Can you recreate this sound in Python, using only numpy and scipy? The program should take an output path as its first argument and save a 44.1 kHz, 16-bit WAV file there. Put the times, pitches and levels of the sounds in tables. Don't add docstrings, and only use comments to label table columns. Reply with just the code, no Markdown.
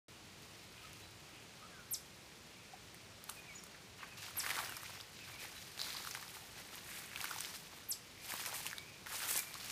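import sys
import numpy as np
from scipy import signal
from scipy.fft import rfft, irfft
from scipy.io import wavfile
from scipy.ndimage import map_coordinates

SR = 44100
rng = np.random.default_rng(int(sys.argv[2]) if len(sys.argv) > 2 else 0)


def wav_record(signal):
    frames = np.transpose(np.atleast_2d(signal))
    bounded = np.clip(frames, -1, 1)
    quanta = np.round(bounded * 32767).astype(np.int16)
    wavfile.write(sys.argv[1], SR, quanta)


N = 428211

# start_s, rise_s, hold_s, fall_s (per 20 dB), litter_db, leaves_db, stems_db
FOOTFALLS = [(4.328, 0.11, 0.17, 0.44, -49.5, -50.5, -51), (5.76, .06, .18, 0.83, -55.5, -53.5, -54),
             (7.077, .14, 0.28, 0.26, -57, -54, -54), (8.182, 0.1, 0.37, 0.2, -57.5, -53, -53),
             (9.051, 0.093, 0.21, 0.25, -52, -48.5, -47), (9.486, 0.2, .1, .2, -57, -50, -52.5)]


def amp(db):
    return 10 ** (np.asarray(db) / 20)


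def unit(x):
    return x / np.sqrt(np.mean(x ** 2) + 1e-20)


def unit_peak(x):
    return x / abs(x).max()


def clock(seconds):
    return np.arange(int(seconds * SR)) / SR


def curves(rows):
    times, *columns = np.transpose(rows)
    return [np.interp(np.arange(N) / SR, times, column) for column in columns]


def wobble(knots_per_s):
    knots = rng.standard_normal(int(N * knots_per_s / SR) + 4)
    return map_coordinates(knots, [np.arange(N) * knots_per_s / SR])


def swell(rise_s, hold_s, fall_s):
    t = clock(2)
    return np.minimum(t / rise_s, 1) * amp(-20 * np.maximum(t - (rise_s + hold_s), 0) / fall_s)


def add(track, start_s, sound):
    part = track[max(round(start_s * SR), 0):][:len(sound)]
    part += sound[:len(part)]


def colour(x, points, size=8192):
    hz, db = np.transpose(points)
    log_gain = np.log(amp(np.interp(np.log(np.fft.rfftfreq(size, 1 / SR) + 1), np.log(hz), db)))
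    cepstrum = irfft(log_gain) * np.r_[1, np.full(size // 2 - 1, 2), np.zeros(size // 2)]
    impulse = irfft(np.exp(rfft(cepstrum)))
    return unit(signal.fftconvolve(x, impulse)[:len(x)])


def band(x, lo_hz, hi_hz, order=1):
    edges = np.clip([lo_hz, hi_hz], 20, [SR / 3, SR / 2.1])
    return signal.sosfilt(signal.butter(order, edges, 'band', fs=SR, output='sos'), x)


def scatter(x, t60, wet_db):
    t = clock(t60)
    tail = rng.standard_normal(len(t)) * amp(-60 * t / t60) * (t > .001)
    return amp(wet_db) * signal.fftconvolve(x, tail / np.linalg.norm(tail))[:N]


def outdoor_bed():
    # freq_hz, gain_db
    air_eq = [(25, -31.5), (70, 1), (170, 3), (260, -2.5), (350, -1), (600, -4.5), (1100, -6.5), (1800, -8),
              (2400, -5.5), (3400, -8.5), (4600, -9), (7000, -13.5), (10000, -18.5), (15500, -43)]
    # freq_hz, gain_db
    traffic_eq = [(25, -32), (42, 1), (60, 7.5), (80, -17), (130, 2.5), (200, 0.5), (400, -20.5)]
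    # time_s, level_db
    drone = [(.1, -70.5), (.9, -66.5), (2, -76), (3.8, -73), (4.4, -64.5), (5.1, -68), (5.7, -73),
             (7.4, -76.5), (8.5, -71), (9.7, -77)]
    air = colour(rng.standard_normal(N), air_eq) * amp(-58.5 + .37 * wobble(2.9))
    traffic = colour(rng.standard_normal(N), traffic_eq) * amp(-69.5)
    engine = unit(band(rng.standard_normal(N), 87.0, 116.4, order=2)) * amp(curves(drone)[0])
    return air + traffic + engine


def far_motor():
    # time_s, pitch_hz, level_db
    hum = [(.1, 323.6, -74), (.7, 324, -74.5), (1.3, 317, -74.5), (1.6, 320, -94)]
    hz, db = curves(hum)
    phase = 2 * np.pi * np.cumsum(hz * (1 + .0056 * wobble(12))) / SR
    return amp(db + 1.3 * wobble(6.7)) * unit(np.sin(phase))


def movements():
    # litter_db, leaves_db, stems_db
    stir = (-75, -67.5, -73.5)
    # start_s, rise_s, hold_s, litter_db, leaves_db, stems_db
    swishes = [(0.38, 0.037, 0.22, -84, -65, -70), (0.746, 0.1, 0.16, -71, -66, -68),
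               (1.197, .1, 0.072, -70, -72, -78), (3.265, 0.023, 0.036, -64, -66, -60),
               (3.356, 0.04, 0.19, -66, -77, -79), (3.955, 0.065, 0.011, -55.5, -63, -65),
               (4.165, 0.0081, 0.014, -65, -53.5, -59), (4.212, 0.011, 0.058, -59, -53.5, -59),
               (4.818, 0.013, 0.11, -62, -55, -60.5), (5.104, 0.038, .1, -78, -58, -66),
               (5.262, 0.017, 0.056, -58.5, -61, -61.5), (5.361, 0.07, 0.015, -56, -53, -55),
               (5.504, 0.021, 0.36, -64, -57.5, -62), (6.297, 0.048, 0.017, -58.5, -61, -57),
               (6.526, 0.055, 0.017, -58, -55.5, -59), (6.69, 0.043, 0.011, -57, -55, -57),
               (6.805, 0.087, 0.12, -59, -56, -53.5), (7.706, 0.017, 0.0093, -59, -60, -60.5)]
    # start_s, hold_s, leaves_db, brightness_db (stems over leaves)
    flicks = [(5.95, 0.013, -53, -9), (7.533, .006, -51.5, 0), (8.28, .02, -53, 2), (8.385, .012, -50.5, 1),
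              (8.455, .012, -50, 2), (8.532, .016, -52, 7), (8.645, .014, -52, 2), (9.273, 0.11, -53, 13)]
    stir_growth_db = .6 * np.arange(N) / SR
    power = amp(np.array(stir)[:, None] + stir_growth_db) ** 2
    moves = [(start, swell(rise, hold, fall), levels) for start, rise, hold, fall, *levels in FOOTFALLS]
    moves += [(start, swell(rise, hold, fall_s=.19), levels) for start, rise, hold, *levels in swishes]
    moves += [(start, swell(.013, hold, fall_s=.059), (db - 2.5, db, db + bright_db))
              for start, hold, db, bright_db in flicks]
    for start, envelope, levels in moves:
        for layer, db in zip(power, levels):
            add(layer, start, (amp(db) * envelope) ** 2)
    return np.sqrt(power)


def crackle(centre_hz, cycles, spread_db, clump_db, hiss_db, grains_per_s=1200, size=160):
    when, pitch, force = np.hsplit(rng.random((int(grains_per_s * N / SR), 3)), 3)
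    start = (when * (N - size)).astype(int)
    hz = np.minimum(centre_hz * 4 ** (2 * pitch - 1), SR / 2.2)
    strength = amp(spread_db * force ** 2)
    turns = hz * np.arange(size) / SR
    grains = strength * np.sin(2 * np.pi * turns) * np.exp(-turns / cycles)
    ticks = unit(np.bincount((start + np.arange(size)).ravel(), grains.ravel(), N))
    return (ticks + amp(hiss_db) * rng.standard_normal(N)) * amp(clump_db * np.tanh(wobble(110)))


def rustle():
    # freq_hz, gain_db
    litter_eq = [(100, -55), (250, -16.5), (560, -14), (760, -5), (1030, -2.5), (1400, -0.5), (1900, 2),
                 (2600, -2), (4500, -9), (9000, -62)]
    # freq_hz, gain_db
    leaves_eq = [(900, -23), (2000, -4.5), (2800, -2.5), (4200, -1), (5400, -2), (7000, -4.5),
                 (11000, -35.5)]
    # freq_hz, gain_db
    stems_eq = [(3000, -26), (6500, -10.5), (8300, -3.5), (10500, -5), (12800, -4.5), (15500, -10)]
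    crush, slide, brush = movements()
    give = np.tanh(wobble(50))
    litter = crackle(centre_hz=1356, cycles=1.3, spread_db=23, clump_db=.7, hiss_db=1.5)
    leaves = crackle(centre_hz=3960, cycles=1.1, spread_db=23, clump_db=2, hiss_db=4.5)
    stems = crackle(centre_hz=7900, cycles=2.2, spread_db=17, clump_db=2.5, hiss_db=3)
    litter = colour(litter * amp(1.2 * give), litter_eq) * crush
    leaves = colour(leaves * amp(1.4 * give), leaves_eq) * slide
    stems = colour(stems * amp(1.7 * give), stems_eq) * brush
    return litter + leaves + stems


def scrapes(slips_per_s=220, spread_db=12, slip_t60_s=.004, hiss_share=.55):
    # start_s, rise_s, hold_s, fall_s (per 20 dB), pitch_hz, width (band edge over centre), level_db
    drags = [(.7, .1, .12, 0.1, 2600, 1.3, -66), (1.151, .12, .12, .2, 2650, 1.25, -68),
             (4.5, 0.064, .04, .14, 1250, 1.4, -51), (5.785, .012, .025, .08, 4200, 1.04, -44.5),
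             (5.83, .03, 0.098, 0.4, 4300, 1.17, -53), (6.84, .08, 0.33, .3, 1960, 1.4, -57),
             (7.37, .04, .04, 0.3, 5000, 1.25, -55.5), (9.2, .03, .04, 0.2, 1700, 1.4, -54)]
    out = np.zeros(N)
    slip_decay = amp(-60 * clock(.02) / slip_t60_s)
    for start, rise, hold, fall, hz, width, db in drags:
        envelope = swell(rise, hold, fall)
        chance, size = rng.random((2, len(envelope)))
        releases = (chance < slips_per_s / SR) * amp(spread_db * size)
        slips = signal.fftconvolve(releases, slip_decay)[:len(envelope)]
        friction = (unit(slips) + hiss_share) * rng.standard_normal(len(envelope))
        edge = max(width, 1.1)
        rub = band(friction, hz / edge, hz * edge, order=2)
        add(out, start, amp(db) * envelope * unit(rub))
    return out


def glides(rows, blur_share=1):
    out, quaver = np.zeros(N), blur_share * wobble(260)
    for start, length, from_hz, to_hz, db, bend, blur in rows:
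        hz = to_hz + (from_hz - to_hz) * np.linspace(1, 0, len(clock(length))) ** bend
        hz = hz * (1 + blur * quaver[round(start * SR):][:len(hz)])
        tone = np.sin(2 * np.pi * np.cumsum(hz) / SR)
        add(out, start, amp(db) * signal.windows.tukey(len(hz), .6) * tone)
    return out


def far_birds():
    # start_s, length_s, from_hz, to_hz, send_db (into the echoes),
    # direct_db (relative to the send), bend, blur (share of the pitch)
    notes = [(.755, .097, 2390, 2600, -56, -12, 1.8, .05), (.827, .04, 1267, 1276, -55, -4, 1.8, .03),
             (.996, .07, 4000, 3920, -57, -10, 1.8, .01), (1.303, .11, 2890, 2425, -62, -14, 1.8, .07),
             (1.6, .08, 1200, 1340, -54, -5, 1.2, .045), (1.69, .17, 1750, 1300, -60.5, 0, 1.1, .03),
             (2.51, .11, 2800, 2250, -56, -16, 1.5, .08), (3.36, .055, 2650, 2440, -55, 0, 4, .015),
             (3.468, .075, 3100, 2220, -55.5, 3, 5, .018), (3.547, .026, 6950, 6820, -47.5, -5, 1.8, .006),
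             (3.574, .027, 6700, 5250, -54, -1, 1.8, .015), (3.989, .062, 3100, 2430, -56, -1, 1.8, .03),
             (4.103, .047, 2620, 2500, -57.5, .5, 1.8, .03), (4.17, .06, 2950, 2400, -56, -2, 1, .05),
             (4.668, .06, 3100, 2600, -54, 0, 1, .03), (4.735, .05, 2480, 2350, -54, -2, 1.5, .04),
             (5.137, .059, 4300, 3200, -58, -14, 1.2, .09), (5.195, .06, 2850, 2330, -54.5, -1, 1.5, .07),
             (5.319, .06, 2420, 2150, -57.5, 2, 1, .03), (5.378, .04, 2520, 2380, -57, 3, 1.5, .02),
             (5.545, .054, 3960, 3960, -54, -5, 1.8, .012), (8.154, .09, 2070, 2450, -57, -6, 1.8, .05),
             (8.667, .047, 2240, 2200, -54, -6, 1.8, .03), (8.753, .084, 2210, 2307, -52.5, -3, 1.8, .03),
             (8.861, .04, 2400, 2540, -53, -8, 1.8, .03), (9.376, .04, 2420, 2330, -48, 1, 1.8, .02),
             (9.445, .06, 2320, 2380, -52, -5, 1.8, .025)]
    direct_notes = [(*note, db + direct_db, bend, blur) for *note, db, direct_db, bend, blur in notes]
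    direct = glides(direct_notes, blur_share=.4)
    send = glides([(*note, db, bend, blur) for *note, db, _, bend, blur in notes])
    low, high = band(send, 600, 4800, order=4), band(send, 4800, 12000, order=4)
    return direct + scatter(low, t60=.65, wet_db=-3) + scatter(high, t60=.36, wet_db=-3)


def twig_snaps(jolt_db=13, jolt_at_s=.0006):
    # time_s, wood_peak_db, ring_hz, crack_peak_db, tear_t60_s
    snaps = [(0.932, -43, 5500, -41, .005), (2.946, -43, 2210, -39, .006), (3.241, -46, 4770, -34, .005),
             (3.293, -35.5, 1250, -42, .009), (3.297, -39, 3550, -29.5, .01), (3.638, -45, 1300, -40, .012),
             (3.668, -41, 1250, -48, .014), (4.44, -35, 4200, -42, .006), (4.445, -32, 2000, -42, .006),
             (4.464, -26, 1750, -34, .009), (4.505, -24.5, 1950, -32, .014), (4.513, -29, 3600, -35, .012),
             (4.514, -33, 1800, -44, .008), (4.567, -33, 1500, -35, 0.02), (4.589, -27, 1400, -37, .01),
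             (4.599, -33, 1100, -42, .012), (4.648, -31.5, 5000, -36, .01), (4.695, -36, 1300, -34, .016),
             (4.723, -33.5, 1300, -39, .006), (4.768, -34, 4900, -33, .011), (4.769, -38, 1500, -44, .008),
             (4.833, -39.5, 1500, -39, .012), (5.003, -36.5, 3230, -46, 0.0083),
             (5.011, -36, 4360, -45, .006), (5.778, -34, 2600, -50, .006), (5.794, -29, 4060, -41, .004),
             (5.802, -26, 3960, -35, 0.0045), (5.816, -23.5, 4080, -36, 0.0024),
             (5.844, -34, 3600, -44, .003), (5.862, -40, 4470, -46, 0.0058), (5.904, -33, 3730, -40, .01),
             (5.969, -31.5, 3900, -42, 0.0045), (6.05, -35, 1300, -38, .006), (6.073, -29, 1300, -38, .012),
             (6.111, -33.5, 5570, -39, .02), (6.141, -32.5, 5270, -43, .004), (6.15, -29, 1750, -37, .007),
             (6.174, -37, 1100, -42, .006), (6.227, -35, 1490, -42, 0.0095),
             (6.281, -37, 4400, -48, 0.0044), (6.6, -42, 700, -44, 0.0048), (6.756, -41.5, 1000, -37, .006),
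             (7.16, -27, 2600, -40, .01), (7.175, -35, 1800, -34, 0.0027), (7.206, -28, 2300, -35, .006),
             (7.214, -32, 4400, -29, 0.0065), (7.243, -27, 1400, -31, .014), (7.255, -29, 1900, -39, .007),
             (7.311, -29, 1120, -38, 0.0089), (7.316, -36, 1210, -36, 0.0077),
             (7.362, -36.5, 950, -38, .006), (7.388, -32, 5400, -40, .003), (7.407, -36, 3500, -25, .007),
             (7.44, -37, 4800, -41, .004), (7.449, -30, 2520, -41, .004), (8.308, -35, 2900, -35, .008),
             (8.32, -32.5, 1850, -37, .007), (8.339, -31.5, 1000, -29, .007), (8.403, -36, 2800, -38, .012),
             (8.454, -35, 2200, -43, .005), (8.462, -30, 5500, -29, .008), (8.545, -32, 1900, -38, .008),
             (8.604, -39, 850, -39, .0095), (8.666, -27.5, 2700, -30, .01), (8.702, -35, 5300, -44, .01),
             (8.713, -36, 2100, -48, .004), (8.731, -31.5, 1880, -46, 0.0081),
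             (8.783, -29.5, 3800, -36, 0.011), (9.062, -39, 1700, -49.5, .014),
             (9.069, -36, 1550, -42, .021), (9.203, -36, 1750, -44, .007), (9.223, -32, 1550, -40, .014),
             (9.358, -34, 1150, -42, .01), (9.342, -36, 4500, -29, 0.0087), (9.364, -29, 4800, -22, .008),
             (9.377, -33, 4700, -23, .01), (9.392, -39, 6100, -24, .012), (9.542, -34, 4600, -32.5, .007),
             (9.553, -38, 1400, -46, .012), (9.612, -36, 4000, -42, .005)]
    out, t = np.zeros(N), clock(.05)
    jolt = amp(jolt_db) * (np.arange(len(t)) == round(jolt_at_s * SR))
    for when, wood_db, hz, crack_db, t60 in snaps:
        crumble = .15 * amp(-20 * t / (1.7 * t60))
        tear = rng.standard_normal(len(t)) * (amp(-60 * t / t60) + crumble)
        force = tear + jolt
        ring = unit_peak(band(force, hz / 1.25, hz * 1.25, order=2))
        splinter = unit_peak(band(force, 950, 5800, order=2))
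        splinter_share = 1.45 * np.sqrt(1600 / hz)
        wood = unit_peak(ring + splinter_share * splinter)
        crack_hz = rng.uniform(7000, 12000)
        crack = unit_peak(band(tear, crack_hz / 1.35, crack_hz * 1.33))
        add(out, when - jolt_at_s, amp(wood_db) * wood + amp(crack_db) * crack)
    return out


def chipmunk(bounce_s=.000376, bounce_share=.33, flutter_db=2.5):
    # start_s, level_db
    chips = [(1.908, -36.5), (4.366, -36.5), (7.886, -36.5)]
    # time_s, pitch_hz
    contour = [(0, 12300), (.008, 12800), (.016, 12200), (.022, 10000), (.028, 7900), (.036, 5500),
               (.047, 3200)]
    out, t = np.zeros(N), clock(.0477)
    hz = np.interp(t, *np.transpose(contour))
    attack = np.sqrt(np.minimum(t / .016, 1))
    release = amp(-1200 * np.maximum(t - .038, 0))
    phase = 2 * np.pi * np.cumsum(hz) / SR
    bounce = bounce_share * np.sin(phase - 2 * np.pi * hz * bounce_s)
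    chip = attack * release * (np.sin(phase) + bounce) * signal.windows.tukey(len(t), .08)
    for start, db in chips:
        add(out, start, amp(db) * chip)
    out *= amp(flutter_db * np.tanh(wobble(500)))
    duller = band(out, 6200, 11500, order=2)
    return out + scatter(out, t60=.2, wet_db=-5.5) + scatter(duller, t60=.45, wet_db=-14.5)


def drip():
    # start_s, length_s, from_hz, to_hz, level_db, bend, blur (share of the pitch)
    bubble = [(2.733, .013, 706, 800, -47, 1.8, 0)]
    plop = glides(bubble)
    return plop + scatter(plop, t60=.14, wet_db=-10)


def boot_knocks():
    # start_s, peak_db, pitch_hz, t60_s, width (band edge over centre)
    hits = [(3.745, -46.5, 1640, .08, 1.23), (4.03, -35.5, 1440, .034, 1.31), (4.468, -41, 1020, .06, 1.3),
            (4.514, -40, 1200, .2, 1.45), (4.573, -35, 1100, .16, 1.35), (5.949, -41.5, 980, .036, 1.3),
            (7.311, -35, 1100, .035, 1.22), (8.338, -37, 340, .009, 1.7), (8.467, -42, 900, .25, 1.42),
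            (8.527, -38.5, 800, .12, 1.45), (9.14, -43, 700, .07, 1.45), (9.238, -43.5, 1300, .1, 1.1),
            (9.357, -43, 430, .03, 1.9)]
    out, t = np.zeros(N), clock(.23)
    for start, db, hz, t60, width in hits:
        burst = rng.standard_normal(len(t)) * amp(-60 * t / t60)
        thud = band(burst, hz / width, hz * width, order=2)
        add(out, start, amp(db) * unit_peak(thud))
    return out


def leaf_breaks(breaks_per_s=90, spread_db=11, against_leaves_db=-4.5):
    ticks, t = np.zeros(N), clock(.012)
    for when, pitch, size in rng.random((int(breaks_per_s * N / SR), 3)):
        hz = 1300 * 10 ** pitch
        burst = rng.standard_normal(len(t)) * amp(-60 * t / .003)
        tick = unit(band(burst, hz / 1.5, hz * 1.5))
        add(ticks, when * N / SR, amp(spread_db * size) * tick)
    load = np.zeros(N)
    for start, rise, hold, fall, _, leaves_db, _ in FOOTFALLS:
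        add(load, start, amp(leaves_db) * swell(rise, hold, fall))
    return amp(against_leaves_db) * load * unit(ticks)


def scene():
    cracks = twig_snaps() + leaf_breaks() + boot_knocks()
    echoes = scatter(cracks, t60=.2, wet_db=-11)
    walk = rustle() + scrapes() + cracks + echoes
    mono = walk + chipmunk() + far_birds() + drip() + far_motor() + outdoor_bed()
    return np.array([mono, mono])


def record(dry):
    top_hz, opens_s = 15500, .083
    limited = irfft(rfft(dry) * (np.fft.rfftfreq(N, 1 / SR) < top_hz), N)
    return limited * (np.arange(N) / SR > opens_s)


dry = scene()
out = record(dry)
wav_record(out)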